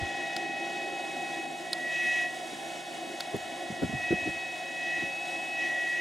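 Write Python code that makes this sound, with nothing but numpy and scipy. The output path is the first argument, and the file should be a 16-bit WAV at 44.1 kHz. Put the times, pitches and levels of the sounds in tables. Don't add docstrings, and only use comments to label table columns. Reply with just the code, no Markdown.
import sys
import numpy as np
from scipy import signal
from scipy.fft import rfft, irfft, next_fast_len
from scipy.io import wavfile
from scipy.ndimage import map_coordinates

SR = 44100
rng = np.random.default_rng(int(sys.argv[2]) if len(sys.argv) > 2 else 0)


def transcribe(signal):
    frames = np.atleast_2d(signal).T
    limited = np.clip(frames, -1, 1)
    pcm = np.round(limited * 32767).astype(np.int16)
    wavfile.write(sys.argv[1], SR, pcm)


N = 264996

# time in seconds, drone level in dB.
AIRFLOW = [(0, -40.5), (1.1, -41.5), (1.6, -42.5), (2.1, -42.5), (2.5, -42), (3, -42.5), (3.6, -42),
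           (4.6, -43), (5.4, -41.5), (6, -44.5)]
# time in seconds, fader in dB.
LOW_WHINE_SWELL = [(0.0, -41.5), (0.5, -43.5), (1.1, -50), (1.39, -45), (1.54, -58), (1.87, -36),
                   (2.12, -32.5), (2.23, -33.5), (2.41, -54), (2.63, -60.5), (3.85, -48), (4.05, -39.5),
                   (4.62, -49), (4.94, -35.5), (5.04, -39.5), (5.17, -53), (5.36, -47), (5.49, -50.5),
                   (5.62, -35), (6.01, -34)]
# time in seconds, fader in dB.
HIGH_WHINE_SWELL = [(0.0, -46), (0.17, -44.5), (1.42, -45.5), (1.76, -59), (1.96, -38.5), (2.19, -38),
                    (2.26, -41), (2.31, -55), (3.81, -54), (4.05, -39), (4.18, -39), (4.74, -45.5),
                    (4.84, -39.5), (5.29, -42), (5.62, -38), (5.74, -46), (6.01, -41)]


def amp(db):
    return 10 ** (np.asarray(db) / 20)


def unit(x):
    return x / np.sqrt(np.mean(x ** 2) + 1e-20)


def along(points, hz):
    f, v = np.transpose(points)
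    return np.interp(np.log(hz + 1), np.log(f + 1), v)


def automation(points):
    return np.interp(np.arange(N) / SR, *np.transpose(points))


def wobble(rate):
    knots = rng.standard_normal(int(N * rate / SR) + 4)
    return map_coordinates(knots, [np.arange(N) * rate / SR])


def filtered(x, response):
    size = next_fast_len(N + SR // 2)
    return irfft(rfft(x, size) * response(np.fft.rfftfreq(size, 1 / SR)), size)[..., :N]


def resonances(modes, f):
    return np.array([amp(db) * 1j * f * w / (c * c - f * f + 1j * f * w) for c, w, db in modes])


def lowpass(f, edge_hz, order):
    return 1 / np.sqrt(1 + (f / edge_hz) ** (2 * order))


def wall(f, strength, delay_s=.002518):
    return 1 - strength * np.exp(-2j * np.pi * f * delay_s)


def room(f, ripple_db, spacing_hz=35):
    knots = rng.standard_normal(int(SR / 2 / spacing_hz) + 4)
    return amp(ripple_db * map_coordinates(knots, [f / spacing_hz]))


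def rush(colour, flutter_db, width=1):
    # frequency in Hz, left-right likeness (1 is mono).
    likeness = [(40, 0.34), (150, 0.78), (350, 0.85), (700, 0.89), (1500, 0.83), (3000, 0.76), (5000, 1),
                (9000, 0.96), (15000, 0.98)]

    def mid_side(f):
        angle = width * np.arccos(np.clip(along(likeness, f), -1, 1)) / 2
        return colour(f) * np.array([np.cos(angle), np.sin(angle)])

    mid, side = filtered(rng.standard_normal((2, N)), mid_side)
    return unit(np.array([mid + side, mid - side])) * amp(flutter_db * wobble(14))


def cavity(modes, flutter_db):
    colour = lambda f: np.linalg.norm(resonances(modes, f), axis=0) * lowpass(f, 810, order=30)
    return rush(colour, flutter_db)


def finger_contacts(release_s=.013, release_db=-5.5, release_pitch=0.586):
    # press time in seconds, level in dB, pitch in Hz, t60 in seconds,
    # lead of the first touch in seconds, its level against the press in dB.
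    presses = [(.019, -21, 80, .08, .006, -8), (2.53, -37, 338, .06, .01, -5),
               (3.342, -23, 397, 0.077, 0.00964, -9), (3.701, -30, 215, 0.082, .006, -8),
               (3.83, -16.5, 308, 0.049, .011, -2.5), (3.927, -22.5, 238, .085, .036, -5.5),
               (4.121, -17.5, 340, 0.053, .015, -2), (4.274, -26, 299, 0.075, .016, -0.5),
               (5.021, -31, 330, .055, .038, -5)]
    for start, db, hz, t60, lead_s, touch_db in presses:
        yield max(start - lead_s, 0), db + touch_db, hz, t60
        yield start, db, hz, t60
        yield start + release_s, db + release_db, hz * release_pitch, t60


def hand_bumps(attack_s=0.002, thud_db=-7, knock_db=-28, scuff_db=-33, boom_db=-32, boom_t60=0.99):
    out, t = np.zeros((2, N + SR)), np.arange(SR // 2) / SR
    rise = (1 - np.exp(-t / attack_s)) ** 2

    def band(low_hz, high_hz, order, width=0.46):
        sos = signal.butter(order, [low_hz, high_hz], "band", fs=SR, output="sos")
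        mid, side = signal.sosfilt(sos, rng.standard_normal((2, SR)))[:, -len(t):]
        return unit(np.array([mid + width * side, mid - width * side]))

    for start, db, hz, t60 in finger_contacts():
        fade = rise * amp(-60 * t / t60)
        thud = amp(thud_db) * band(51, max(1.505 * hz, 90), order=4)
        knock = amp(knock_db) * band(1290, 1480, order=2)
        scuff = amp(scuff_db) * band(1000, 5000, order=1)
        push = 0.67 * np.sin(2 * np.pi * hz * t) + thud + hz / 350 * (knock + scuff)
        boom = rise * amp(boom_db - 60 * t / boom_t60) * band(60, 118, order=2)
        out[:, round(start * SR):][:, :len(t)] += amp(db) * (push * fade / fade.max() + boom)
    return out[:, :N]


def shell_clicks(crackle_db=-14, crackle_t60=0.013, contact_hz=7000, shelf_hz=8000):
    # start in seconds, peak before shelf and pan in dB,
    # shell ring in dB, treble shelf in dB, left over right in dB.
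    snaps = [(.333, -31, -4, -8, 0), (.365, -17, 0, -8, 4), (1.731, -12.5, 13, 0, -2),
             (3.203, -27, 0, -2, 0), (3.2062, -19, 4, -2, 0), (3.365, -39, 0, 14, 0)]
    # centre in Hz, width in Hz, relative level in dB.
    shell_modes = [(640, 400, -10), (1090, 120, -13), (1420, 130, -7), (3770, 600, 3), (4900, 550, 0),
                   (9100, 700, -5), (11400, 1000, -10)]
    out, t = np.zeros((2, N)), np.arange(SR // 20) / SR
    ring = lambda f: sum((-1) ** k * mode for k, mode in enumerate(resonances(shell_modes, f)))
    contact = lambda f: .5 * lowpass(f, contact_hz, order=2)
    crackle_fade = amp(crackle_db - 60 * t / crackle_t60)
    for start, db, ring_db, shelf_db, pan_db in snaps:
        snap, onset = np.zeros(N), round(start * SR)
        snap[onset:][:len(t)] = crackle_fade * rng.standard_normal(len(t))
        snap[onset] = 1
        shell = lambda f: amp(ring_db) * ring(f) * lowpass(f, 9300, order=7)
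        click = filtered(snap, lambda f: (contact(f) + shell(f)) * wall(f, strength=0.46))
        click *= amp(db) / np.abs(click).max()
        click = filtered(click, lambda f: amp(shelf_db * (1 - lowpass(f, shelf_hz, order=6))))
        out += amp([[pan_db / 2], [-pan_db / 2]]) * click
    return out


def corner_hum():
    # centre in Hz, width in Hz, relative level in dB.
    corner_modes = [(208, 26, -13.5), (261, 34, -5), (341.4, 20.8, 4.5), (412, 11, -12)]
    # time in seconds, level in dB.
    hum_swell = [(0, -45.5), (1.1, -42.5), (2.1, -49), (2.6, -46), (3.7, -46.5), (4.8, -50), (6, -48)]
    return amp(automation(hum_swell)) * cavity(corner_modes, flutter_db=1.63)


def case_drone():
    # centre in Hz, width in Hz, relative level in dB.
    case_modes = [(546.3, 10.3, -2.5), (626, 17, -4.5), (674.4, 24, 0), (725.5, 14, 5), (760, 20, 0.5)]
    return amp(automation(AIRFLOW)) * cavity(case_modes, flutter_db=0.6)


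def blade_hiss(trim_db=-3, treble_hz=6500):
    # frequency in Hz, relative noise density in dB.
    hiss_colour = [(300, -6.5), (850, -1.5), (1080, 6.5), (1240, -5.5), (1420, 2.5), (1600, 4.5), (2200, 5),
                   (2950, 4), (3500, 7), (4200, -3), (6200, -2.5), (9000, -8.5), (12200, -20.5),
                   (15700, -28.5)]
    # time in seconds, treble gain in dB.
    treble_ride = [(0, -2.5), (.6, -1.5), (2.1, 4.5), (3.7, 1.5), (5.4, 2), (6, 5)]
    colour = lambda f: amp(along(hiss_colour, f)) * wall(f, strength=.62) * room(f, ripple_db=1.5)
    hiss = amp(automation(AIRFLOW) + trim_db) * rush(colour, flutter_db=0.65)
    dull = filtered(hiss, lambda f: lowpass(f, treble_hz, order=4))
    return dull + amp(automation(treble_ride)) * (hiss - dull)


def rasp_level(trim_db=-8, follow_low=0.7, follow_high=0.5):
    low_db, high_db = automation(LOW_WHINE_SWELL), automation(HIGH_WHINE_SWELL)
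    dip_db = follow_low * (low_db - low_db.max()) + follow_high * (high_db - high_db.max())
    return low_db.max() + trim_db + dip_db


def grille_rasp():
    # frequency in Hz, relative noise density in dB.
    rasp_colour = [(1200, -26), (1600, -11), (1800, 4), (2050, -4.5), (2450, 0), (2620, -3.5), (2800, -4),
                   (3300, -6.5), (3800, -6), (4300, -16), (6000, -10), (10000, -38), (15000, -60)]
    colour = lambda f: amp(along(rasp_colour, f)) * wall(f, strength=0.17)
    return amp(rasp_level()) * rush(colour, flutter_db=0.7, width=0.12)


def whine_halo(trim_db=-9, centre_hz=1926, width_hz=164):
    colour = lambda f: resonances([(centre_hz, width_hz, 0)], f)[0] ** 2
    return amp(automation(LOW_WHINE_SWELL) + trim_db) * rush(colour, flutter_db=1.8, width=0.12)


def shaft_tone(turns, multiple, level_db, shimmer_db, jitter_rad, room_db=-120):
    phase = 2 * np.pi * (multiple * turns + rng.random()) + jitter_rad * (wobble(25) + wobble(110))
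    direct = amp(level_db + shimmer_db * (wobble(18) + wobble(90))) * np.sin(phase)
    echo = amp(room_db + 1.8 * wobble(2.67)) * np.cos(phase + .5 * wobble(1.92))
    return np.sqrt(2) * np.array([direct + echo, direct - echo])


def fan_tones(low_gain_db=2.5, high_gain_db=3, top_gain_db=-11.5):
    # time in seconds, turns per second.
    shaft_speed = [(0, 159.4), (1.45, 159.6), (2.05, 160.5), (2.6, 159.9), (4, 160.05), (4.55, 159.9),
                   (5.3, 161), (5.6, 160.5), (6, 160.4)]
    # time in seconds, level in dB.
    blade_swell = [(0, -41), (1.45, -43), (1.8, -57), (2.35, -61), (2.65, -48.5), (3.8, -50.5), (4.65, -57),
                   (5.1, -49), (5.5, -48), (6, -56)]
    # multiple of the shaft speed, average level in dB.
    faint_tones = [(1, -62), (24, -57.5), (28, -62), (33, -71)]
    turns = np.cumsum(automation(shaft_speed)) / SR
    low_db = automation(LOW_WHINE_SWELL) + low_gain_db
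    high_db = automation(HIGH_WHINE_SWELL) + high_gain_db
    out = shaft_tone(turns, 5, automation(blade_swell), shimmer_db=1.05, jitter_rad=0.22, room_db=-55.5)
    out += shaft_tone(turns, 12, low_db, shimmer_db=0, jitter_rad=0.075, room_db=-55.5)
    out += shaft_tone(turns, 16, high_db, shimmer_db=0.78, jitter_rad=0.054, room_db=-60.5)
    out += shaft_tone(turns, 20, rasp_level() + top_gain_db, shimmer_db=1, jitter_rad=.12)
    swing_db = 0.17 * (high_db - high_db.mean())
    for multiple, db in faint_tones:
        out += shaft_tone(turns, multiple, db + swing_db + 1.2 * wobble(2), shimmer_db=1.7, jitter_rad=.25)
    return out


def scene():
    fan = fan_tones() + corner_hum() + case_drone() + blade_hiss() + grille_rasp() + whine_halo()
    return fan + shell_clicks() + hand_bumps()


def record(dry, bass_hz=52, top_hz=15750):
    return filtered(dry, lambda f: (1 - lowpass(f, bass_hz, order=2)) * (f < top_hz))


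dry = scene()
out = record(dry)
transcribe(out)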